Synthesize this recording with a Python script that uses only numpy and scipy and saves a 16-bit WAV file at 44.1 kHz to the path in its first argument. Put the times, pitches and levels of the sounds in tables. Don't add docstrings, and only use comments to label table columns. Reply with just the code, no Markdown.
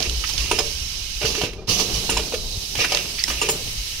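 import sys
import numpy as np
from scipy import signal
from scipy.fft import rfft, irfft
from scipy.io import wavfile

SR = 44100
rng = np.random.default_rng(int(sys.argv[2]) if len(sys.argv) > 2 else 0)


def unload_audio(sound):
    columns = np.transpose(np.atleast_2d(sound))
    steps = np.round(np.clip(columns, -1, 1) * 32767)
    wavfile.write(sys.argv[1], SR, steps.astype(np.int16))


N = 176400
T = np.arange(N) / SR


def amp(db):
    return 10 ** (np.asarray(db) / 20)

def curve(points):
    return amp(np.interp(T, *np.array(points).T))

def swell(start, attack, hold, release):
    age = T - start
    return np.clip(age / attack, 0, 1) * np.exp(-np.clip((age - attack - hold) / release, 0, 40))

def noise(shared):
    n = rng.standard_normal((3, N))
    return np.sqrt(shared) * n[0] + np.sqrt(1 - shared) * n[1:]

def flutter(rate):
    return np.interp(T * rate, np.arange(8192), rng.standard_normal(8192)) * np.sqrt(1.5)

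def wandering_phase(depth, rate):
    return 2 * np.pi * np.cumsum(1 + depth * flutter(rate)) / SR

def colour(x, points):
    hz, db = np.array(points).T
    bins_hz = np.maximum(np.fft.rfftfreq(2 * N, 1 / SR), 1)
    cepstrum = irfft(np.log(amp(np.interp(np.log(bins_hz), np.log(hz), db))))
    cepstrum[1:N] *= 2
    cepstrum[N + 1:] = 0
    return irfft(rfft(x, 2 * N) * np.exp(rfft(cepstrum)))[..., :N]

def lowpass(x, hz, order=4):
    return signal.sosfiltfilt(signal.butter(order, hz, fs=SR, output="sos"), x)

def resonance(x, hz, width_hz):
    return signal.lfilter(*signal.iirpeak(hz, hz / min(width_hz, SR / 3), fs=SR), x)

def reflect(x, t60, db, shared):
    response = noise(shared) * swell(0.0028, 0.0011, 0, t60 / np.log(1000))
    response /= np.sqrt((response ** 2).sum(1, keepdims=True))
    reflections = signal.fftconvolve(x, response, axes=1)[:, :N]
    return (x + amp(db) * reflections) / np.sqrt(1 + amp(db) ** 2)

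def ring(modes, strikes, detune, focus_db, contact_s=0.00098, scatter_db=-0.5):
    out, t = np.zeros((2, 2 * N)), T[:SR // 2]
    hz, db, t60 = np.array(modes).T[:, :, None]
    for start, strike_db, focus_hz, t60_factor in strikes:
        tune, size, phase, skew = rng.standard_normal((4, len(modes), 1))
        octaves_off = np.minimum(abs(np.log2(hz / focus_hz)), 1)
        strength = amp(strike_db + db - focus_db * octaves_off)
        envelope = strength * np.exp(-np.log(1000) * t / (t60 * t60_factor))
        envelope *= 1 - np.exp(-t / contact_s)
        struck_hz = hz + detune * tune * np.minimum(hz, 2000)
        left = envelope * amp(scatter_db * size) * np.exp(1j * np.pi * (2 * struck_hz * t + phase))
        right = left * np.exp(1j * skew * np.minimum(hz / 1500, 1))
        pair = np.array([left.imag.sum(0), right.imag.sum(0)])
        i = int(start * SR)
        out[:, i:i + len(t)] += pair * np.sqrt((envelope ** 2).sum() / (pair ** 2).sum())
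    return out[:, :N]


# t/s, crack level/dB, crack decay/s, frame level/dB, gate level/dB, favoured f/Hz
PISTON_BLOWS = [(.002, -22.5, 0.019, -28.5, -43, 646), (.05, -45, .0073, -33.5, -58, 383),
                (.512, -10, 0.0074, -20.5, -15.5, 350), (0.585, -10.5, .008, -21, -30, 560),
                (.602, -23.5, .005, -30, -26, 540), (1.213, -19.5, 0.012, -33, -52, 540),
                (1.227, -22, 0.015, -27, -55, 500), (1.246, -17.5, .012, -28, -53, 443),
                (1.347, -14, 0.0031, -33, -50, 417), (1.377, -23, 0.011, -32.5, -47, 390),
                (1.413, -14, 0.0048, -27.5, -28, 700), (1.434, -17.5, 0.019, -23, -31, 426),
                (1.530, -26.5, 0.0023, -31.5, -58, 373), (1.582, -60, .011, -31, -60, 397),
                (1.678, -25, 0.014, -34, -34.5, 219), (1.789, -32, .0061, -25.5, -49, 427),
                (1.797, -17, 0.0041, -26, -25.5, 393), (2.093, -15, 0.03, -23.5, -19.5, 370),
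                (2.168, -15, 0.0095, -28, -18, 626), (2.193, -20, 0.0077, -29, -32, 490),
                (2.321, -24, 0.0097, -35, -30, 690), (2.339, -16, 0.0052, -26.5, -53, 466),
                (2.751, -16, .004, -41, -35, 593), (2.789, -19, 0.0071, -24.5, -50, 494),
                (2.844, -13.5, 0.003, -35, -41, 700), (2.918, -13.5, 0.0082, -20.5, -35, 650),
                (2.946, -22, 0.0051, -34, -24, 704), (3.279, -16, 0.0034, -47, -33, 1280),
                (3.298, -17, 0.024, -33, -46, 1310), (3.415, -17.5, 0.022, -22, -16.5, 423),
                (3.487, -11.5, .0075, -22, -20, 510)]
# f/Hz, level/dB
CRACK_SPECTRUM = [(60, -50), (250, 4), (450, -2), (1000, -3), (2600, 0.5), (4000, -9.5), (6000, -10.5),
                  (9000, -11.5), (16000, -18)]
# f/Hz, level/dB, T60/s
FRAME_MODES = [(183.9, -17, 1), (247, -7.5, .14), (340.7, -9, 0.33), (376.6, -4, 0.35), (433.3, -2.5, 0.29),
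               (467.6, -3.5, 0.34), (530, -22, 0.086), (601.4, -4, 0.28), (756, 4.5, 0.066),
               (1184, -3, 0.21), (1760, -21, 0.12), (2350, 0.5, 0.13)]
GATE_MODES = [(941, 0, 0.047), (952, 6, 0.022), (964, -16, 0.072), (1234, -12.5, 0.072), (2837, -2, 0.02)]

def cylinders():
    force = sum(amp(db) * swell(t, 0.0038, 0.0015, decay) for t, db, decay, *_ in PISTON_BLOWS)
    crack = colour(noise(shared=0.83) * force * amp(0.65 * flutter(660)), CRACK_SPECTRUM)
    frame_strikes = [(t, db, hz, 1) for t, _, _, db, _, hz in PISTON_BLOWS]
    gate_strikes = [(t, db, hz, 1) for t, _, _, _, db, hz in PISTON_BLOWS]
    frame = ring(FRAME_MODES, frame_strikes, detune=0.0376, focus_db=12)
    gate = ring(GATE_MODES, gate_strikes, detune=0.0188, focus_db=0)
    crack = reflect(crack, t60=0.063, db=-5, shared=0.32)
    rattle = amp(4.5 * np.tanh(flutter(160)))
    return crack + frame * rattle + gate


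# f/Hz, level/dB, T60/s
ROD_MODES = [(5200, -4, 0.14), (6100, -10, 0.069), (7030, -0.5, 0.23), (7260, -4.5, 0.11),
             (8840, -4.5, 0.27), (9180, 1, 0.12), (9230, -13, .06), (10700, -6.5, 0.15), (11800, -5.5, .1),
             (13300, -1, .08), (14330, -3, .08)]
# t/s, level/dB, favoured f/Hz, factor on T60
ROD_STRIKES = [(0.513, -18, 9200, 0.54), (0.587, -17.5, 5470, 0.61), (2.097, -21.5, 8000, 1.6),
               (2.171, -8.5, 5000, 0.11), (3.238, -4.5, 5030, 0.065), (3.414, -20.5, 7400, 0.48),
               (3.488, -18, 6950, 0.76)]

def stop_rods():
    pings = ring(ROD_MODES, ROD_STRIKES, detune=0.0077, focus_db=19)
    buzz = amp(6 * np.tanh(flutter(400)) + flutter(89.5))
    return pings * buzz


# t/s, level/dB, hold/s, release/s, f/Hz
CUP_KNOCKS = [(0.53, -24, .008, 0.02, 396.4), (1.22, -27.5, 0.016, .014, 593),
              (1.243, -29, .004, 0.048, 440), (1.38, -25.5, .02, .012, 423.8),
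              (1.785, -29, 0.0032, 0.0067, 478), (1.806, -27, .005, .02, 409.6),
              (2.336, -16.5, 0.0034, 0.0069, 473)]

def cup_knocks(overtone_ratio=2.7, overtone_db=-26):
    phase, out = wandering_phase(depth=0.0356, rate=120), 0
    for t, db, hold, release, hz in CUP_KNOCKS:
        note = np.sin(hz * phase) + amp(overtone_db) * np.sin(overtone_ratio * hz * phase)
        out += amp(db) * swell(t, 0.002, hold, release) * note
    return out


# t/s, level/dB, decay/s, centre f/Hz, bandwidth/centre
LIGHT_CONTACTS = [(.003, -9, 0.0015, 4000, 0.82), (0.025, -11, 0.0018, 4200, 0.61),
                  (0.028, -9.5, 0.0025, 4840, 0.3), (0.0962, -9, 0.0015, 3570, 0.7),
                  (0.237, 0, 0.0064, 1246, 0.12), (.239, -8.5, 0.013, 2040, 0.42),
                  (0.291, -22, 0.017, 4140, 2.2), (0.336, -6.5, 0.0011, 5100, 0.14),
                  (.379, -13, 0.0049, 3600, 1.2), (2.172, -10, 0.0036, 7760, 0.086),
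                  (2.842, -3.5, 0.011, 1620, 0.28), (2.921, -5, .003, 4970, 0.18),
                  (2.948, -4, 0.002, 5100, 0.49), (2.972, -6, 0.0024, 1930, 1.34),
                  (2.989, -13.5, 0.0021, 3060, 0.79), (3.013, -34, 0.0028, 3500, 1.1),
                  (3.183, -18, 0.04, 2100, 0.45), (3.191, -8.5, 0.012, 4600, 0.096),
                  (3.239, -9, 0.001, 4600, 0.58), (3.239, -3, 0.0034, 1970, 0.11),
                  (3.504, -20, 0.016, 12900, 0.57)]

def ticks(tail_db=-46, tail_s=0.024):
    excitation, out = noise(shared=0.48), 0
    for t, db, decay, hz, bandwidth in LIGHT_CONTACTS:
        envelope = swell(t, 0.000072, 0.00024, decay) + amp(tail_db) * swell(t, 0.0018, 0, tail_s)
        snap = resonance(excitation * amp(db) * envelope, hz, hz * bandwidth)
        out += resonance(snap, hz, 2 * hz * bandwidth)
    return out


# t/s, level/dB, hold/s, release/s
SLIDE_STROKES = [(0.005, -31, 0.031, 0.019), (0.352, -34.5, 0.14, 0.025), (0.52, -29.5, 0.02, 0.012),
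                 (1.192, -32.5, 0.042, 0.063), (1.34, -37.5, 0.11, 0.035), (2.093, -35.5, 0.081, 0.056),
                 (2.757, -24.5, 0.021, 0.016), (2.794, -22.5, 0.031, 0.017), (2.876, -29.5, 0.069, 0.077),
                 (3.31, -35.5, 0.075, 0.061), (3.406, -33.5, 0.032, 0.014)]
# f/Hz, level/dB
FRICTION_SPECTRUM = [(150, 1), (500, -4.5), (1000, 2), (1400, -2), (2000, 5.5), (2500, 9), (2900, 2.5),
                     (3500, -6), (5200, -2.5), (8000, -10), (16000, -15)]

def slides():
    grip = sum(amp(db) * swell(t, 0.023, hold, release) for t, db, hold, release in SLIDE_STROKES)
    grains = noise(shared=0.46) * amp(5.4 * np.tanh(flutter(500)) + 1.5)
    rub = colour(grains * grip, FRICTION_SPECTRUM)
    squeak = resonance(rub, hz=2683, width_hz=51)
    return reflect(rub + squeak, t60=0.03, db=5.5, shared=0.79)


# f/Hz, level/dB
LEAK_SPECTRUM = [(200, -42), (900, -14), (1500, -11.5), (1850, -7.5), (2200, -4.5), (2900, -2),
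                 (3450, -2.5), (4050, -0.5), (5500, -0.5), (6500, 1), (7300, 0.5), (10800, 0.5),
                 (13000, -2), (16000, -4.5)]
# f/Hz, bandwidth/Hz, level/dB
FITTING_MODES = [(2210, 110, -4), (2570, 47, -4.5), (2996, 110, -0.5), (4320, 54, -6), (5030, 250, -1),
                 (5500, 110, -1), (8300, 190, -8), (9300, 250, -11), (11160, 240, -5)]
# t/s, level/dB
LEAK_FLOW = [(0, -26), (.7, -25), (1.0, -27.5), (1.45, -26.5), (1.5, -39.5), (1.57, -45.5), (1.668, -49),
             (1.676, -27), (2.0, -24.5), (2.45, -28.5), (2.75, -26.5), (3.6, -27), (4, -28)]
LEAK_LOWS = [(0, 4.5), (2.0, 5.5), (2.45, -0.5), (2.7, 2), (3.0, 2.5), (4, 5)]
LEAK_WHISTLE = [(0, -4), (1.8, 0), (2.25, 2), (2.55, 5.5), (2.9, -14), (3.7, 0)]

def leak(full_flow_db=-21.5, dulling_exponent=0.63):
    jet, flow = colour(noise(shared=0.023), LEAK_SPECTRUM), curve(LEAK_FLOW)
    whistle = curve(LEAK_WHISTLE) * resonance(jet, hz=3970, width_hz=300)
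    fittings = sum(amp(db + 2.5 * flutter(3.43)) * resonance(jet, hz, width)
                   for hz, width, db in FITTING_MODES)
    hiss = jet + whistle + fittings
    hiss += (curve(LEAK_LOWS) - 1) * lowpass(hiss, hz=3030)
    dull = lowpass(hiss, hz=6500)
    treble_gain = np.minimum(flow / amp(full_flow_db), 1) ** dulling_exponent
    hiss = dull + (hiss - dull) * treble_gain
    gain = flow * amp(-4 + 0.39 * flutter(25.84))
    return reflect(hiss * gain, t60=0.0088, db=-4, shared=0.052)


# t/s, level/dB, hold/s, release/s
VALVE_PUFFS = [(0.264, -22.5, 0.026, 0.025), (0.38, -22.5, 0.016, 0.1), (1.245, -17.5, 0.021, 0.075),
               (1.35, -33, 0.045, .015), (1.682, -13, 0.021, 0.09), (1.781, -18.5, 0.02, 0.02),
               (1.934, -21, 0.018, 0.026), (2.761, -25, 0.043, 0.033), (3.273, -20, 0.011, 0.024)]
# f/Hz, level/dB
EXHAUST_SPECTRUM = [(200, -10), (700, -16.5), (1200, -3), (1450, -26), (1900, -8), (2350, -7), (2900, -4),
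                    (3300, -7.5), (4500, -9.5), (5400, -1.5), (6200, -10), (7500, -9), (11000, -10.5),
                    (16000, -13)]
# f/Hz, bandwidth/Hz, level/dB
EXHAUST_MODES = [(4235, 5.9, 17.5), (4430, 43, 7), (4692, 33, 7.5), (5600, 16, -6.5), (6070, 24, 11),
                 (6130, 38, 8), (6689, 16, 8)]

def exhaust():
    jet = colour(noise(shared=0.13), EXHAUST_SPECTRUM)
    whistles = sum(amp(db) * resonance(jet, hz, width) for hz, width, db in EXHAUST_MODES)
    puffs = sum(amp(db) * swell(t, 0.011, hold, release) for t, db, hold, release in VALVE_PUFFS)
    return reflect((jet + whistles) * puffs, t60=0.037, db=-6.5, shared=0.086)


# f/Hz, level/dB
HEAD_PARTIALS = [(124, -47), (182, -35.5), (365, -50), (545, -60), (722, -43.5)]

def pressing_head():
    phase = wandering_phase(depth=0.0141, rate=25)
    drone = sum(amp(db + 3.9 * flutter(29.93)) * np.sin(hz * phase) for hz, db in HEAD_PARTIALS)
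    return drone * swell(start=1.68, attack=0.019, hold=0.078, release=0.34)


# t/s, level/dB, hold/s, release/s, f/Hz
STAND_SHUDDERS = [(0.075, -22, 0.12, 0.016, 62.2), (0.383, -20.5, 0.053, 0.033, 60),
                  (0.663, -33.5, 0.24, 0.047, 62), (1.158, -25.5, 0.024, 0.036, 50),
                  (1.241, -19.5, 0.0054, 0.0065, 118.8), (1.27, -27.5, 0.053, 0.037, 62.66),
                  (1.434, -16.5, 0.0023, 0.0057, 115.7), (1.683, -21.5, 0.0045, 0.021, 98),
                  (1.932, -20.5, 0.0092, 0.053, 52.5), (1.935, -29, 0.057, 0.022, 106.4),
                  (2.132, -25, 0.084, 0.029, 48.7), (2.574, -19.5, 0.0038, 0.0081, 51.6),
                  (2.778, -24.5, 0.0037, 0.014, 105.4), (3.292, -28.5, 0.068, 0.027, 58),
                  (3.779, -27, 0.021, 0.013, 50)]

def stand():
    phase = wandering_phase(depth=0.0866, rate=30)
    return sum(amp(db) * swell(t, 0.0017, hold, release) * np.sin(hz * phase)
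               for t, db, hold, release, hz in STAND_SHUDDERS)


# f/Hz, level/dB
DRIVE_SPECTRUM = [(15, -8), (30, -2), (48, -2), (70, -7), (110, -12), (170, -24), (260, -27), (420, -31),
                  (800, -36.5), (1500, -45), (4000, -66), (16000, -63)]
CARRIAGE_SPECTRUM = [(80, -5.5), (170, -3), (250, -9.5), (330, -11), (420, -6.5), (560, -15), (740, -15),
                     (1000, -19), (1400, -25), (4000, -41), (16000, -50)]
# t/s, level/dB
DRIVE_LEVEL = [(0, -2), (1, -7), (2, -9), (2.5, -3.5), (3.1, -11.5), (3.6, -6.5), (4, -5.5)]
CARRIAGE_LEVEL = [(0, -15), (.25, -24), (.65, -15), (.85, -31.5), (1.2, -31), (1.3, -11), (1.65, -25),
                  (1.72, -11), (2.2, -12.5), (2.58, -23), (2.66, -26), (3.0, -15), (3.15, -22.5),
                  (3.55, -14), (3.75, -28), (4, -43)]

def conveyor():
    drive = colour(noise(shared=0.89), DRIVE_SPECTRUM) * amp(1.55 * flutter(12))
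    carriage = colour(noise(shared=0.87), CARRIAGE_SPECTRUM) * amp(3.1 * flutter(40.6))
    return drive * curve(DRIVE_LEVEL) + carriage * curve(CARRIAGE_LEVEL)


def scene():
    strokes = cylinders() + stop_rods() + cup_knocks() + ticks() + slides()
    strokes_in_room = reflect(strokes, t60=0.35, db=-12.5, shared=0.95)
    return strokes_in_room + leak() + exhaust() + conveyor() + stand() + pressing_head()


# t/s, level/dB
LEFT_TREBLE = [(0, -4.5), (1.0, -3.5), (2.0, -2), (2.7, 0), (3.1, 0.5), (4, 2)]
# f/Hz, level/dB
PORT_RESPONSE = [(20, -3), (1300, -1), (2000, -2), (2800, 9.5), (4000, 9), (6400, 10), (7300, -1.5),
                 (8200, -2.5), (11000, -3), (16000, -8.5)]

def record(dry, cutoff_hz=15750):
    bass = lowpass(dry[0], hz=1400, order=2)
    left = bass + (dry[0] - bass) * curve(LEFT_TREBLE)
    right = colour(dry[1], PORT_RESPONSE)
    band_limit = signal.ellip(10, 0.2, 80, cutoff_hz, fs=SR, output="sos")
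    return signal.sosfilt(band_limit, np.array([left, right]))


dry = scene()
out = record(dry)
unload_audio(out)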